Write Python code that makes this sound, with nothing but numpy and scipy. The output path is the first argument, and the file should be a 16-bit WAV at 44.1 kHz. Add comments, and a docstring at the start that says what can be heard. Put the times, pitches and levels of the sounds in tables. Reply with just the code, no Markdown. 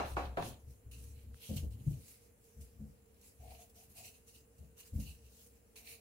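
"""Tipping flour into a bowl

In a small kitchen a plastic measuring cup is knocked three times, each a crack and a hollow ring,
then tips flour into a glass bowl on a towel. A gloved hand and falling clumps thud dully through
the worktop. Tiny slips of powder hiss, the glove crinkles, and friction sounds the air in the cup
as it scoops again. A faint appliance hum lies under it all."""
import sys
import numpy as np
from scipy import signal
from scipy.fft import rfft, irfft, next_fast_len
from scipy.io import wavfile
from scipy.ndimage import map_coordinates

SR = 44100
rng = np.random.default_rng(int(sys.argv[2]) if len(sys.argv) > 2 else 0)


def generate_wav(sig):
    """Save sig (samples, or channels by samples) to the path in sys.argv[1] as 16-bit PCM at SR."""
    pcm = np.round(np.clip(np.atleast_2d(sig).T, -1, 1) * 32767).astype(np.int16)
    wavfile.write(sys.argv[1], SR, pcm)


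N = 264929
T = np.arange(N) / SR
FFT_SIZE = next_fast_len(N, real=True)
FREQ = np.maximum(np.fft.rfftfreq(FFT_SIZE, 1 / SR), 1)
HOLLOW_HZ, TOP_HZ = 695.5, 15750  # note of the air in the cup; top edge of the mix

# stereo image of diffuse noise: (frequency [Hz], left-right correlation [-1..1])
STEREO_IMAGE = [(60, 0.93), (130, 0.97), (290, 0.65), (650, 0.57), (1350, -0.18), (2500, 0.012),
                (15000, -0.021)]
# room tone of the still kitchen: (frequency [Hz], level [dB])
AIR_COLOUR = [(25, -17.5), (65, 11.5), (130, -8), (230, 0), (340, -10.5), (600, -13), (1000, -19.5),
              (2000, -21), (3400, -29.5), (6000, -59), (7400, -16.5), (8500, -43), (9600, -16),
              (11000, -30), (15500, -23.5)]
# hands lean on the worktop: (start [s], swell [s], hold [s], boom [dB], rumble [dB])
HAND_LEANS = [(-0.01, 0.013, 0.095, -48.5, -56), (0.06, .09, .17, -40.5, -53),
              (0.38, 0.085, 0.066, -53.5, -50), (0.62, 0.04, 0.063, -50.5, -58),
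              (0.84, 0.025, 0.32, -50.5, -58.5), (1.22, 0.027, .09, -50, -57.5),
              (1.68, 0.022, 0.15, -57, -52.5), (3.385, 0.023, .13, -53, -62), (3.85, 0.063, 0.16, -68, -68),
              (5.13, 0.036, 0.1, -58.5, -69)]
# friction on the cup: (start [s], swell [s], hold [s], level [dB])
CUP_RUBS = [(3.385, 0.055, 0.046, -66), (3.49, 0.034, 0.0039, -60.5), (3.56, 0.034, .04, -72.5),
            (3.74, 0.042, 0.012, -73.5), (3.94, 0.06, 0.043, -67), (5.75, 0.034, .2, -82.5)]
# short dry clicks: (time [s], level [dB], t60 [s])
DRY_TICKS = [(0.424, -39.5, 0.063), (1.344, -52, 0.0068), (5.756, -65.5, 0.029)]
# glove and cup slide over powder: (start [s], swell [s], hold [s], hiss [dB], crinkle [dB])
POWDER_SLIDES = [(0.0, 0.0079, 0.037, -67, -56.5), (0.03, 0.054, 0.028, -56.5, -60.5),
                 (0.16, 0.0057, 0.096, -66.5, -56.5), (0.362, 0.02, 0.063, -62.5, -56.5),
                 (0.4, 0.056, 0.032, -53, -55), (0.655, .04, 0.032, -70, -86), (0.95, .05, 0.12, -64, -84),
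                 (1.13, 0.031, .07, -70.5, -74), (1.32, 0.046, 0.054, -67.5, -71),
                 (1.385, 0.056, 0.051, -55, -55.5), (1.49, 0.076, 0.021, -55.5, -62),
                 (1.695, 0.024, 0.014, -64.5, -71), (2.592, 0.027, .005, -61, -74),
                 (3.14, .04, 0.062, -73, -82), (3.205, 0.051, 0.025, -62.5, -79),
                 (3.375, 0.065, 0.16, -66, -75), (3.475, 0.045, 0.038, -64, -67.5),
                 (3.57, 0.046, 0.019, -61.5, -71), (3.73, 0.042, .07, -62.5, -76),
                 (3.882, 0.027, 0.011, -63.5, -85), (3.935, 0.05, 0.023, -54.5, -60.5),
                 (4.015, .04, 0.02, -54.5, -57.5), (4.12, 0.03, .02, -67, -71),
                 (4.255, 0.031, 0.0044, -60, -69.5), (4.325, 0.031, 0.0058, -62, -65),
                 (4.755, 0.042, 0.013, -57, -63), (4.835, .03, 0.0098, -60, -81),
                 (4.9, 0.075, 0.0046, -62, -89), (5.04, 0.044, 0.013, -58.5, -57),
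                 (5.22, 0.041, 0.0051, -69.5, -71.5), (5.23, 0.16, .06, -62.5, -86),
                 (5.48, 0.032, 0.058, -72.5, -82), (5.815, 0.085, 0.027, -53.5, -54.5)]
# the glove breaks loose and slides to rest: (time [s], hiss [dB], crinkle [dB], t60 [s])
GLOVE_BRUSHES = [(0.911, -57.5, -60.5, 0.63), (1.564, -43, -46, 0.15), (3.694, -59, -91, .1),
                 (4.580, -64.5, -71, 0.12), (4.996, -52, -59.5, 0.51), (5.461, -57, -82, 0.11),
                 (5.756, -53, -55.5, 0.38)]
# flour flows out of the tilted cup: (time [s], level [dB])
POUR_FLOW = [(1.78, -71.5), (1.92, -62.5), (1.98, -66.5), (2.11, -58.5), (2.2, -69.5), (2.27, -73),
             (2.34, -95), (2.45, -69), (2.7, -83), (3.0, -81)]
# the hollow of the glove follows the grip: (time [s], resonance [Hz], width [Hz])
GRIP_RESONANCE = [(0.449, 3120, 1390), (0.95, 2758, 404.6), (1.15, 2573, 1184), (1.45, 3022, 899),
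                  (1.75, 2963, 606.5), (2.1, 2466, 1104), (3.55, 2687, 797), (4.049, 2643, 599),
                  (4.349, 2790, 319.4), (5.081, 2762, 351), (5.501, 2700, 694), (5.78, 2480, 654),
                  (6.0, 2487, 597)]
# hiss of sliding powder and glove: (frequency [Hz], level [dB])
HISS_COLOUR = [(500, -11), (1200, -10.5), (1800, -9.5), (2600, -5.5), (3400, -7.5), (4200, -4.5),
               (5200, -2), (6300, 1.5), (8300, 0), (9500, 2.5), (11500, 1.5), (13700, -1), (15500, -0.5)]
# soft blows of hand, bowl and flour clumps: (time [s], level [dB], pitch [Hz], swell [s], slap [dB])
SOFT_BLOWS = [(1.486, -43.5, 170, 0.015, 4), (1.492, -47.5, 514, 0.015, -11), (1.494, -40.5, 68, 0.028, -7),
              (1.512, -42, 226, 0.021, -20), (1.55, -35, 98.6, 0.024, -13.5),
              (1.617, -29.5, 64, 0.023, -15.5), (1.865, -20, 124, 0.0091, -25),
              (1.898, -37.5, 142, 0.013, -7.5), (1.935, -49.5, 86, 0.035, -5),
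              (2.555, -43, 65.5, 0.035, -15), (2.72, -54.5, 84.4, 0.029, -8.5),
              (2.782, -40, 76.5, 0.022, -18), (2.789, -43.5, 202, 0.029, -25), (2.839, -49, 68, 0.033, -9),
              (4.564, -50, 66, 0.053, -9), (4.918, -34.5, 83, 0.019, -22), (4.924, -44, 261.3, 0.026, -17),
              (4.947, -26.5, 73, 0.016, -41), (4.972, -40, 232, 0.018, -9),
              (5.032, -42.5, 65.8, 0.037, -18)]
# low modes of the bowl on the worktop: (frequency [Hz], level [dB])
WORKTOP_MODES = [(67, 3), (86, -1), (135, 1), (174, -6.5), (214, -1), (276, -6), (514, -9)]
# slap of a soft blow: (frequency [Hz], level [dB])
SLAP_COLOUR = [(40, 1), (120, 8), (250, 5), (370, -10), (520, -10), (720, -16), (1000, -34), (2000, -44),
               (8000, -30.5)]
# three knocks and a rebound: (time [s], level [dB], tilt [dB/octave], hollow ring [dB], crack [dB])
CUP_KNOCKS = [(-0.003, -38.5, 1.5, 3, 2), (0.1671, -37, 0.34, -24, -4.5), (0.3712, -38.5, -1.5, 8, -1),
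              (0.3818, -49, -3.5, 17.5, -15)]
# modes of the cup wall: (frequency [Hz], level [dB], t60 before capping [s])
CUP_MODES = [(280.7, -15, 0.81), (389, 0, 0.17), (537.5, -1.5, 0.52), (579, -9, 0.5), (723, 0.5, 0.44),
             (790, 6, 0.21), (880, -19, 0.206), (830, -24, 0.38), (977, -46, 0.069), (1122, 2, 0.2),
             (1163, -10.5, 0.25), (1195, -19, 0.16), (1379, 11, 0.035), (1380, -9, 0.039),
             (1407, -26, 0.14), (1660, -18, 0.3), (1742, -12.5, 0.44), (2315, -10.5, 0.22),
             (2750, -24, 0.46), (2800, -12.5, 0.27), (3160, -29, 0.35), (4040, -19, 0.43)]
# transient of a hard contact: (frequency [Hz], level [dB])
CRACK_COLOUR = [(150, 10), (700, 11), (1400, 9.5), (2800, -1), (4300, -3), (5500, -17), (15000, -27)]
# dense tail of a knock: (frequency [Hz], level [dB])
CLATTER_COLOUR = [(100, -11), (160, -2.5), (300, -3.5), (550, -0.5), (800, -1), (1400, -7.5), (2050, -17),
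                  (2650, -14.5), (3300, -56), (4300, -38), (5200, -27.5), (9000, -40.5), (15000, -53)]


def undb(db):
    """Decibels to gain."""
    return 10 ** (np.asarray(db) / 20)


def unit(x):
    """Scale to rms 1."""
    return x / np.sqrt(np.mean(x ** 2))


def pan(db):
    """Channel gains for a left-minus-right level."""
    return undb(np.array([[db], [-db]]) / 2)


def curve(points):
    """Join (frequency, value) points on a log-frequency axis."""
    hz, value = np.transpose(points)
    return np.interp(np.log(FREQ), np.log(hz), value)


def resonance(hz, width_hz):
    """Response of one resonance, gain 1 at its centre."""
    return 1 / (1 + 1j * (FREQ / hz - hz / FREQ) * hz / width_hz)


def eq(x, response):
    """Filter by a frequency response."""
    return irfft(rfft(x, FFT_SIZE) * response, FFT_SIZE)[..., :N]


def noise(response):
    """Coloured stereo noise: narrow in the bass, wide in the treble."""
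    alike = curve(STEREO_IMAGE)
    mid, side = (eq(rng.standard_normal(N), response * np.sqrt(1 + sign * alike)) for sign in (1, -1))
    return unit(np.array([mid + side, mid - side]))


def moving_band(hz, width_hz):
    """Swept stereo noise band: a carrier whose random modulation runs faster where the band is wider."""
    cycles = np.cumsum(width_hz) / SR
    size = int(cycles[-1]) + 2
    points = [rng.standard_normal(size) + 1j * rng.standard_normal(size) for _ in range(2)]
    modulation = np.array([map_coordinates(side, [cycles], order=2) for side in points])
    carrier = np.exp(2j * np.pi * np.cumsum(hz) / SR)
    return unit(np.real(modulation * carrier))


def drift(rate_hz):
    """Smooth random modulation, rms 1."""
    return unit(eq(rng.standard_normal(N), np.exp(-(FREQ / rate_hz) ** 2)))


def fade(t, t60):
    """Exponential decay, 60 dB down at t60."""
    return np.exp(-np.log(1000) * t / t60)


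def attack(t, rise_s):
    """Exponential rise towards 1."""
    return 1 - np.exp(-t / rise_s)


def swell(t, peak_s):
    """A soft contact: builds up to 1 at peak_s, then lets go."""
    return (t / peak_s * np.exp(1 - t / peak_s)) ** 2.52


def add(out, s, sound):
    """Mix a sound in at time s."""
    start = int(s * SR)
    lo, hi = max(start, 0), min(start + sound.shape[-1], N)
    out[:, lo:hi] += sound[..., lo - start:hi - start]


def strokes(rows, release_t60):
    """One gain track per dB column: every stroke swells, holds and dies away."""
    power, t = np.zeros((len(rows[0]) - 3, N)), T[:SR]
    for s, swell_s, hold_s, *levels_db in rows:
        rise = np.sin(np.pi / 2 * np.clip(t / swell_s, 0, 1)) ** 2
        release = fade(np.maximum(t - swell_s - hold_s, 0), release_t60)
        add(power, s, np.outer(undb(levels_db), rise * release) ** 2)
    return np.sqrt(power)


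def slips(per_s, t60, spread_db):
    """Grain envelope of random little slips that each start at once and die away; rms 1."""
    kicks = (rng.random(N) < per_s / SR) * undb(spread_db * rng.standard_normal(N))
    return unit(signal.lfilter([1], [1, -fade(1 / SR, t60)], kicks))


def room(x, wet_db, t60):
    """The sound plus the short diffuse tail of the kitchen."""
    t = T[:SR // 2]
    tail = noise(1)[:, :len(t)] * fade(t, t60) * attack(t, 0.016)
    tail /= np.sqrt(np.sum(tail ** 2) / 2)
    return x + undb(wet_db) * signal.fftconvolve(x, tail, axes=1)[:, :N]


def kitchen():
    """The bed: still air and the soft hum of an appliance."""
    air = undb(-67.5) * noise(undb(curve(AIR_COLOUR)))
    hum = undb(-73) * noise(resonance(458.6, 55) ** 2)
    return air * pan(0.8) + hum * pan(-5)


def worktop():
    """Leaning hands keep the worktop's lowest mode booming unevenly, with a rumble above it."""
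    tremor = undb([[-74.5], [-75]])  # boom and rumble under resting hands
    boom_gain, rumble_gain = np.hypot(strokes(HAND_LEANS, release_t60=0.26), tremor)
    boom_hz = 67 + 3.6 * drift(15.2)
    mode = unit(np.sin(2 * np.pi * np.cumsum(boom_hz) / SR))
    sub = undb(-16.5) * noise(resonance(26, 15) ** 2)
    rumble = noise(resonance(109.2, 50) ** 2 + undb(-11.5) * resonance(187, 90.2) ** 2)
    boom = (mode + sub) * undb(-2 + 1.1 * drift(7.5))
    return (boom_gain * boom + rumble_gain * rumble) * pan(1.7)


def cup_rubs():
    """Uneven friction excites the air in the cup."""
    force, = strokes(CUP_RUBS, release_t60=0.27)
    body = noise(resonance(HOLLOW_HZ, 134) ** 2 + undb(-20.5) * resonance(2210, 180))
    return force * body * undb(3 + 0.98 * drift(45)) * pan(4.9)


def dry_ticks():
    """Short dry clicks: all transient, no ring."""
    envelope = np.zeros((2, N))
    for s, db, t60 in DRY_TICKS:
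        add(envelope, s, undb(db) * fade(T[:SR // 8], t60))
    return envelope * noise(undb(curve(CRACK_COLOUR))) * pan(-2.6)


def handling():
    """Gain tracks for hiss and crinkle: slides, sudden brushes, the pour and a faint fidgeting."""
    power, t = strokes(POWDER_SLIDES, release_t60=0.26) ** 2, T[:SR // 2]
    for s, hiss_db, crinkle_db, t60 in GLOVE_BRUSHES:
        envelope = attack(t, 0.003) * fade(t, t60)
        add(power, s, np.outer(undb([hiss_db, crinkle_db]), envelope) ** 2)
    times, flow_db = np.transpose(POUR_FLOW)
    gate = np.clip(np.minimum(T - times[0], times[-1] - T) / 0.01 + 0.5, 0, 1)
    flow = gate * undb(np.interp(T, times, flow_db))
    pour = np.array([flow, undb(-11) * flow])  # flour scraping the cup wall feeds the crinkle
    fidget = undb([[-75.5], [-85.5]]) * undb(1.5 * drift(4.5))  # the hand is never quite still
    return np.sqrt(power + pour ** 2 + fidget ** 2)


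def glove(gain):
    """The thin glove crinkles through a resonance that moves with the grip, and a weaker one above."""
    times, *columns = np.transpose(GRIP_RESONANCE)
    hz, width_hz = (np.interp(T, times, column) for column in columns)
    core = moving_band(hz, width_hz)
    skirts = undb(-4) * moving_band(hz, 2.2 * width_hz)
    upper = undb(-2.5) * noise(resonance(4150, 960) ** 2)
    grain = unit(0.5 + 0.33 * slips(per_s=140, t60=0.045, spread_db=6.5))
    return undb(-5.5) * gain * (core + skirts + upper) * grain * pan(-3.5)


def powder(gain):
    """Countless tiny slips of flour and glove: a grainy hiss whose bands each swell on their own."""
    hiss = noise(undb(curve(HISS_COLOUR)))
    edges_hz = np.linspace(0, TOP_HZ + 500, 19)
    shimmer = sum(eq(hiss, (FREQ >= lo) & (FREQ < hi)) * undb(2.1 * drift(12.4))
                  for lo, hi in zip(edges_hz, edges_hz[1:]))
    coarse = slips(per_s=11, t60=0.037, spread_db=9)
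    fine = slips(per_s=410, t60=0.0049, spread_db=1)
    grain = unit(3 + 0.31 * coarse + 0.4 * fine)
    return undb(0.5) * gain * shimmer * grain * pan(-0.34)


def thumps():
    """The towel damps each blow to a few low cycles of the worktop, with a slap of hand or powder."""
    out, t = np.zeros((2, N)), T[:SR // 3]
    slap_noise = noise(undb(curve(SLAP_COLOUR)))
    mode_hz, mode_db = np.transpose(WORKTOP_MODES)[:, :, None]
    for s, db, pitch_hz, swell_s, slap_db in SOFT_BLOWS:
        octaves_off = np.abs(np.log2(mode_hz / pitch_hz))
        share = undb(mode_db - 17.5 * octaves_off)  # a blow favours the modes near its pitch
        peak_s = swell_s * (pitch_hz / mode_hz) ** 0.38  # lower modes swell and fade more slowly
        modes = share * swell(t, peak_s) * np.sin(2 * np.pi * mode_hz * t)
        body = modes.sum(axis=0) / np.linalg.norm(share)
        slap = undb(slap_db) * slap_noise[:, int(s * SR):][:, :len(t)] * swell(t, swell_s)
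        add(out, s, undb(db) * (body + slap))
    low_cut = signal.cheby1(2, 2, 46, "highpass", fs=SR, output="sos")  # takes out the deepest bass
    return room(signal.sosfilt(low_cut, out), wet_db=-3.5, t60=0.22) * pan(2.08)


def cup_knocks():
    """Each knock cracks, rings the cup wall and the air inside, and clatters away round the room."""
    out, t = np.zeros((2, N)), T[:SR * 3 // 4]
    for s, db, tilt_db, hollow_db, crack_db in CUP_KNOCKS:
        colour = undb(curve(CLATTER_COLOUR) + tilt_db * np.log2(FREQ / HOLLOW_HZ))
        clatter = undb(2) * noise(colour)[:, :len(t)] * fade(t, t60=0.38)
        crack = undb(crack_db) * noise(undb(curve(CRACK_COLOUR)))[:, :len(t)] * fade(t, t60=0.05)
        wall = 0
        for hz, mode_db, t60 in CUP_MODES:
            # higher modes reach the two sides further out of step
            phase = rng.uniform(0, 2 * np.pi) + rng.standard_normal((2, 1)) * hz / 800
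            gain = undb(mode_db + tilt_db * np.log2(hz / HOLLOW_HZ))
            wall += gain * np.sin(2 * np.pi * hz * t + phase) * fade(t, min(t60, 0.4))
        hollow = undb(hollow_db) * np.sin(2 * np.pi * HOLLOW_HZ * t) * fade(t, t60=0.18)
        body = (clatter + undb(-4.5) * wall + hollow) * attack(t, 0.0011)
        add(out, s, undb(db) * (crack + body))
    return out * pan(0.52)


def scene():
    """Hits and handling textures over the kitchen bed."""
    hiss_gain, crinkle_gain = handling()
    hits = cup_knocks() + dry_ticks() + thumps()
    return hits + worktop() + powder(hiss_gain) + glove(crinkle_gain) + cup_rubs() + kitchen()


def record(dry):
    """A steep high cut on the whole mix."""
    return signal.sosfilt(signal.ellip(12, 0.1, 80, TOP_HZ, fs=SR, output="sos"), dry)


dry = scene()
out = record(dry)
generate_wav(out)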